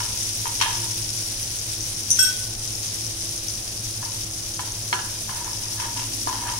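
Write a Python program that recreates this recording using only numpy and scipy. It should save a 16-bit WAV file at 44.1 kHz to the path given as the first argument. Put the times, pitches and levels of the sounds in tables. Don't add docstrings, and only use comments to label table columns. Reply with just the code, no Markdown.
import sys
import numpy as np
from scipy import signal
from scipy.fft import rfft, irfft, next_fast_len
from scipy.io import wavfile
from scipy.ndimage import uniform_filter1d

SR = 44100
rng = np.random.default_rng(int(sys.argv[2]) if len(sys.argv) > 2 else 0)


def transcribe(signal):
    frames = np.atleast_2d(signal).T
    limited = np.clip(frames, -1, 1)
    pcm = np.round(limited * 32767).astype(np.int16)
    wavfile.write(sys.argv[1], SR, pcm)


def linear_from_db(decibels):
    return 10 ** (np.asarray(decibels, float) / 20)


N = 290927

# frequency in Hz, level in dB, t60 in seconds.
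PAN_MODES = [(816, -15, 0.033), (860, -3, 0.03), (919.5, -0.5, 0.065), (960, -8, 0.03), (987, 2, 0.045),
             (1060, -6, 0.024), (1204, -9, 0.062), (1346, -6.5, 0.039), (1510, -3, 0.019), (1710, 1, 0.025),
             (1890, -4, 0.022), (2174, -9, 0.046), (2610, 1.5, 0.01), (2916, -10.5, 0.055),
             (3173, -4.5, 0.039), (3540, -12, 0.011), (4310, -7, 0.021), (4870, -28, .015),
             (6300, -30, .02)]


def evened(x):
    return x / np.sqrt(np.mean(x ** 2) + 1e-20)


def read(points, hz):
    f, value = np.transpose(points)
    return np.interp(np.log(hz + 1), np.log(f + 1), value)


def curve(rows):
    s, db = np.transpose(rows)
    return linear_from_db(np.interp(np.arange(N) / SR, s, db, -120, -120))


def add(mix, s, sound):
    part = mix[..., round(s * SR):][..., :sound.shape[-1]]
    part += sound[..., :part.shape[-1]]


def side_gains(db, left_right_db):
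    return linear_from_db(db + np.array([[.5], [-.5]]) * left_right_db)


def slow_waver(samples):
    once = uniform_filter1d(rng.standard_normal(N), samples)
    return evened(uniform_filter1d(once, samples))


def coloured(x, points):
    log_gain = read(points, abs(np.fft.fftfreq(2048, 1 / SR))) * np.log(10) / 20
    taps = np.fft.ifft(np.exp(np.conj(signal.hilbert(log_gain)))).real[:1024]
    return signal.oaconvolve(x, taps[None], axes=1)[:, :N]


def modes(hz, t60, seconds, contact_s=0.00046):
    t = np.arange(round(seconds * SR))[:, None] / SR
    return (1 - np.exp(-t / contact_s)) * np.exp(t * (2j * np.pi * hz - np.log(1000) / t60))


def ring(bank, db, phase):
    return (bank @ (linear_from_db(db) * np.exp(1j * phase))).imag


def stroke(start, hold, db, press_s=0.011, lift_db_per_s=167):
    age = np.arange(N) / SR - start
    lift_db = lift_db_per_s * np.maximum(age - press_s - hold, 0)
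    return np.clip(age / press_s, 0, 1) * linear_from_db(db - lift_db)


def late(x):
    return np.array([x[0], np.roll(x[1], 16)])


def fan():
    # multiple of the shaft speed, level in dB rms, frequency waver in Hz.
    shaft_orders = [(1, -53.5, .1), (2, -67, 0.049), (3, -56, 0.054), (5, -43.5, 0.13), (6, -74, 0.35),
                    (10, -60, 4.04), (14.9, -52.5, 5.66)]
    # frequency in Hz, level in dB per Hz.
    air_spectrum = [(12, -32), (20, -10), (45, -2), (75, -11.5), (105, -10), (140, -9.5), (230, -15),
                    (400, -16.5), (650, -17.5), (1000, -23), (2500, -34.5), (4000, -46)]
    # frequency in Hz, correlation from 0 to 1.
    air_likeness = [(20, .996), (180, .995), (250, .93), (350, .7), (600, .35), (1000, .2), (2500, .2)]
    shaft_hz, mains_hz, mains_db, air_db = 22.21, 101, -44.5, -42

    t = np.arange(N) / SR
    tones = linear_from_db(mains_db) * np.sin(2 * np.pi * mains_hz * t + 1.07)
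    for multiple, db, waver_hz in shaft_orders:
        drift = slow_waver(3000)
        phase = 2 * np.pi * np.cumsum(multiple * shaft_hz + waver_hz * drift) / SR
        tones = tones + linear_from_db(db + 3.05 * np.roll(drift, SR)) * np.sin(phase)

    frames, hz = N // 512 + 5, np.fft.rfftfreq(2048, 1 / SR)
    a, b, c, d = rng.standard_normal((frames, 1025, 4)).T
    same = np.clip(read(air_likeness, hz), -1, 1)[:, None]
    left, other = a + 1j * b, c + 1j * d
    right = same * left + np.sqrt(1 - same ** 2) * other
    spectra = np.array([left, right]) * linear_from_db(read(air_spectrum, hz))[:, None]
    air = signal.istft(spectra, nperseg=2048, noverlap=1536)[1][:, :N]
    return np.sqrt(2) * tones + linear_from_db(air_db) * evened(air)


def kitchen(sources, turns_per_s=3.7):
    # frequency in Hz, t60 in seconds.
    room_t60 = [(200, 0.39), (1000, 0.56), (4000, 0.58), (8000, 0.19), (16000, 0.034)]
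    taps = np.zeros((6, SR // 2))
    at = np.arange(160, SR // 2 - 20, 20)
    at = at + rng.integers(0, 20, (6, (SR // 2 - 161) // 20))
    np.put_along_axis(taps, at, rng.choice([-1., 1.], at.shape), 1)

    hz, t, z = signal.stft(taps, SR, nperseg=256)
    decay = linear_from_db(-60 * t / read(room_t60, hz)[:, None]) * (hz[:, None] > 250)
    tail = signal.istft(z * decay, SR, nperseg=256)[1]
    tail = tail / np.linalg.norm(tail[0])

    sent = sum(linear_from_db(echo_db) * x.mean(0) for x, echo_db in sources)
    pattern = np.repeat(np.arange(3), 2)[:, None]
    turn = np.sqrt(2 / 3) * np.cos(np.pi * (turns_per_s * np.arange(N) / SR + pattern / 3))
    echoes = signal.fftconvolve(sent * turn, tail, axes=1)[:, :N]
    return late(sum(x for x, _ in sources)) + echoes.reshape(3, 2, N).sum(0)


def steel_on_stone(table, hits, tick_db):
    hz, left_db, right_db, t60 = np.transpose(table)
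    bank, out = modes(hz, t60, .5), np.zeros((2, N))
    for (s, db, left_right_db, hard), draw in zip(hits, rng.random((len(hits), 2, 200))):
        sides = side_gains(db, left_right_db)
        tilt_db = hard * np.log2(hz / 5500)
        phases = 2 * np.pi * draw[:, :len(hz)]
        left = ring(bank, left_db + tilt_db, phases[0])
        right = ring(bank, right_db + tilt_db, phases[1])
        add(out, s, sides * np.array([left, right]))
        tick = signal.lfilter([1, 0, -1], [1, -.85, .68], (draw - .5) * np.hanning(200))
        add(out, s, sides * linear_from_db(tick_db) * tick)
    return out


def spoon():
    # frequency in Hz, left level in dB, right level in dB, t60 in seconds.
    handle_modes = [(5730, -24, -23, 0.12), (5860, -28, -16, 0.082), (6000, -20, -25, .15),
                    (5910, -15, -10, 0.12), (5980, -17, -25, 0.19), (6145, -20, -18, 0.14),
                    (6270, -25, -12, 0.14), (6100, -21, -22, 0.12), (6850, -26, -24, .15),
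                    (9400, -25, -24, 0.096), (9400, -23, -21, 0.077), (9504, -13, -11.5, 0.1),
                    (12100, -26, -28, .08)]
    bowl_modes = [(1496, -29, -16, 0.37), (1506, -28, -20, 0.41), (1517, -35, -14, .3),
                  (1910, -31, -19, .05), (2644, -28, -19, 0.1), (3283, -17, -15, 0.55),
                  (3299, -17, -19, 0.45), (5546, -8, -19, 0.22), (5572, -16, -22, 0.15),
                  (5600, -26, -27, .15), (5659, -33, -21, 0.14), (6390, -23.5, -24, .25),
                  (6423, -24.5, -28, 0.17), (6896, -30, -17, .15), (8250, -31, -23, .15),
                  (8306, -31, -14, 0.13), (8335, -25, -13, 0.16), (8350, -29, -18, .18),
                  (8700, -30, -28, .15), (8967, -33, -27, 0.16), (11610, -26, -20, 0.27),
                  (11633, -25, -23, .17), (12086, -31, -21, .2), (12630, -29, -25, 0.15),
                  (15060, -26, -27, 0.15), (15320, -27, -24, 0.13)]
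    # start in seconds, level in dB, left-right in dB, hardness in dB per octave.
    handle_hits = [
        (2.1027, -15.5, 2, -4),
        (2.1094, -20, 0, -3),
        (2.111, -15, -5, -12),
        (2.114, -29, -2, -3),
        (2.121, -26, 4, -5),
        (2.152, -32, 0, 3),
    ]
    bowl_hits = [
        (2.1879, -23, -9.5, -4),
        (2.1914, -15, -1, 0),
        (2.203, -19.5, -16, 1.5),
        (2.2259, -18, -4, 4),
        (2.247, -24.5, 7, -1),
        (2.268, -27, -12, -1),
    ]
    return steel_on_stone(handle_modes, handle_hits, -7.0) + steel_on_stone(bowl_modes, bowl_hits, -8.0)


def grind():
    hz, width_hz = 279, 91
    r = np.exp(-np.pi * width_hz / SR)
    poles = [1, -2 * r * np.cos(2 * np.pi * hz / SR), r * r]
    rumble = signal.lfilter([1], poles, rng.standard_normal(N))
    rumble = signal.lfilter([1, -1], poles, rumble)
    return stroke(start=5.87, hold=.6, db=-48.5) * evened(rumble)


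def pan_rocks():
    # start in seconds, level in dB.
    rocks = [
        (4.592, -60),
        (4.935, -29),
        (6.272, -32),
    ]
    out, t = np.zeros((2, N)), np.arange(4000) / SR
    for s, db in rocks:
        add(out, s, linear_from_db(db) * np.sin(2 * np.pi * 365 * t) * np.exp(-t / 0.01))
    return out


def pan_scrapes():
    # start in seconds, hold in seconds, pressure in dB.
    scrapes = [(0.0, .04, -38.5), (0.643, 0.056, -34.5), (0.792, .05, -52), (4.012, .005, -40.5),
               (4.66, .03, -53), (5.275, 0.17, -40), (5.45, .015, -49), (5.588, 0.22, -50),
               (5.773, 0.038, -34.5), (5.954, .015, -40.5), (6.265, 0.013, -35.5), (6.325, 0.12, -40.5),
               (6.452, 0.015, -31.5)]
    hz, mode_db, t60 = np.transpose(PAN_MODES)
    bank = modes(hz, t60, .15)
    slips = (rng.random(N) < 900 / SR) * rng.standard_normal(N)
    slips = slips * sum(stroke(*row) for row in scrapes)
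    phases = 2 * np.pi * rng.random((2, len(hz)))
    body = np.array([ring(bank, mode_db - 3.0 * np.log2(hz / 950), phase) for phase in phases])
    body = body / np.linalg.norm(body[0])
    return linear_from_db([[17], [14.5]]) * signal.oaconvolve(slips[None], body, axes=1)[:, :N]


def pan_knocks(crack_db=-6.0, crack_s=0.0069):
    # start in seconds, peak level in dB, hardness in dB per octave, left-right in dB.
    knocks = [(.002, -21, -2, -3), (.455, -24, -3, 14), (.468, -21.5, -1, 1), (0.602, -23, 4, 0),
              (.612, -10, 2.5, 5.5), (0.6208, -14.5, 5, 3), (.633, -17.5, 3.5, -8), (.66, -20, -4, 5),
              (4.028, -27, -13, 2), (4.593, -18.5, -2, 4.5), (4.68, -31, -4, 2), (4.9276, -8.5, -2, 1),
              (4.9362, -23.5, 4.5, -8), (4.99, -24, 0, -5), (5.293, -22, -5, 8.5), (5.405, -33, -4, -7),
              (5.477, -25, -10, 1), (5.661, -32, 2, 5), (5.799, -24, 3.5, 3), (5.844, -22.5, 0, 4),
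              (5.972, -33.5, 8, 6), (5.994, -28, 4.5, 1), (6.019, -26, 2.5, 4), (6.272, -12.5, -14, 4),
              (6.296, -28, 1, 6), (6.327, -24, -0.5, 6), (6.436, -26, -6, 3), (6.464, -30, -6, 5),
              (6.49, -31, 4.5, -7)]
    hz, mode_db, t60 = np.transpose(PAN_MODES)
    bank, out, t = modes(hz, t60, .15), np.zeros((2, N)), np.arange(600) / SR
    crack_poles = np.convolve([1, -1.6, .72], [1, -.6])
    for (s, db, hard, left_right_db), draw in zip(knocks, rng.standard_normal((len(knocks), 3, 600))):
        spot = draw[:, :len(hz)]
        struck_db = mode_db + hard * np.log2(hz / 950) + 2.2 * spot[0]
        blow = np.array([ring(bank, struck_db, 2.04 * spot[k]) for k in (1, 2)])
        sides = side_gains(db, left_right_db)
        add(out, s, sides * blow / abs(blow).max())
        crack = signal.lfilter([.45, 0, -.45], crack_poles, draw[1:] * np.exp(-t / crack_s))
        add(out, s, sides * linear_from_db(crack_db + 2.36 * hard) * 0.14 * crack)
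    return out


def spits(side_db=4.0):
    # start in seconds, peak level in dB.
    loud_spits = [(0.2293, -25), (1.4294, -21), (1.596, -22), (1.8074, -19), (1.8401, -21), (1.8661, -23),
                  (1.9708, -24), (2.0322, -27), (2.7355, -23), (2.831, -19), (2.845, -27), (2.8604, -22),
                  (3.0654, -22.5), (3.2921, -20), (3.4836, -20), (3.5043, -27), (4.196, -24), (4.311, -23),
                  (4.544, -22), (4.721, -24), (4.9564, -25), (4.999, -22.5), (5.3123, -29), (5.445, -22),
                  (5.5326, -21), (6.1388, -26), (6.2905, -20)]
    out, t = np.zeros((2, N)), np.arange(120) / SR
    for (s, db), (a, b) in zip(loud_spits, rng.random((len(loud_spits), 2))):
        age = t / (.0002 + .0002 * b)
        snap = np.sin(2 * np.pi * (5300 + 1600 * a) * t) * age * np.exp(1 - age)
        add(out, s, side_gains(db - 7.5, side_db) * snap)
    return out


def sizzle(per_s=4500, spread_db=4.0, hiss_db=4.0, right_db=-30.0, gust_db=1.74, shared=0.27, count=9):
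    # time in seconds, level in dB.
    foam = [(0.0, -30), (0.85, -31), (2.09, -33), (2.24, -29), (2.5, -34), (2.92, -32.5), (3.73, -34),
            (5.38, -34), (5.58, -33), (6.6, -33)]
    # frequency in Hz, level in dB per Hz.
    burst_spectrum = [(80, -59), (300, -26), (900, -15.5), (1500, -4.5), (2500, -2.5), (4000, 0),
                      (6000, -1), (8000, -2.5), (10000, -5.5), (13000, -9), (16000, -8)]

    gusts = linear_from_db(gust_db * slow_waver(900))
    size = linear_from_db(spread_db * np.minimum(rng.exponential(1, N), 4.5))
    size *= rng.random(N) < gusts * per_s / SR
    size *= rng.choice([-1., 1.], N)
    kind, near = rng.integers(0, count, N), np.zeros((2, N))
    for k, hz in enumerate(np.geomspace(3100, 13500, count)):
        paths = np.zeros((2, 400))
        bounce = rng.integers(12, 400, (2, 12))
        strength = 1.03 * rng.standard_normal((2, 12)) * linear_from_db(-.045 * bounce)
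        np.put_along_axis(paths, bounce, strength, 1)
        paths[:, 0] = 1, linear_from_db(right_db)
        cycles = np.arange(0, 3.5, hz / SR)
        bubble = np.sin(2 * np.pi * cycles) * cycles * np.exp(-cycles / 0.61)
        heard = signal.convolve(paths, bubble[None] / np.linalg.norm(bubble))
        bursts = (size * (kind == k))[None]
        near += signal.oaconvolve(bursts, heard, axes=1)[:, :N] * (hz / 6000) ** 0.075
    near /= np.sqrt((near ** 2).mean(1, keepdims=True))

    fine = rng.standard_normal((3, N))
    hiss = np.sqrt(1 - shared) * fine[:2] + np.sqrt(shared) * fine[2]
    blur = linear_from_db(hiss_db) * np.sqrt(gusts) * hiss
    return linear_from_db(-5.0) * curve(foam) * evened(coloured(late(near + blur), burst_spectrum))


def scene():
    pan = pan_knocks() + pan_rocks() + pan_scrapes()
    struck = kitchen([(spits(), -5.5), (pan, -4.5), (spoon(), -4.5)])
    return fan() + grind() + struck + sizzle()


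def low_pass(x):
    return signal.sosfilt(signal.butter(12, 17010, fs=SR, output="sos"), x)


def record(dry):
    # frequency in Hz, width in Hz, level in dB.
    ports = [
        [(5890, 805, 17.5), (9450, 2400, -9.5)],
        [(9830, 1400, 11.5), (7970, 24400, 5)],
    ]
    size = next_fast_len(N + 2048)
    hz, heard = np.fft.rfftfreq(size, 1 / SR), []
    for x, port in zip(dry, ports):
        lift = 1
        for f, width, db in port:
            damping = 1j * hz * width
            lift = lift * (1 + (linear_from_db(db) - 1) * damping / (f ** 2 - hz ** 2 + damping))
        heard.append(irfft(rfft(x, size) * lift * (hz < 15800), size)[:N])
    return low_pass(np.array(heard))


dry = scene()
out = record(dry)
transcribe(out)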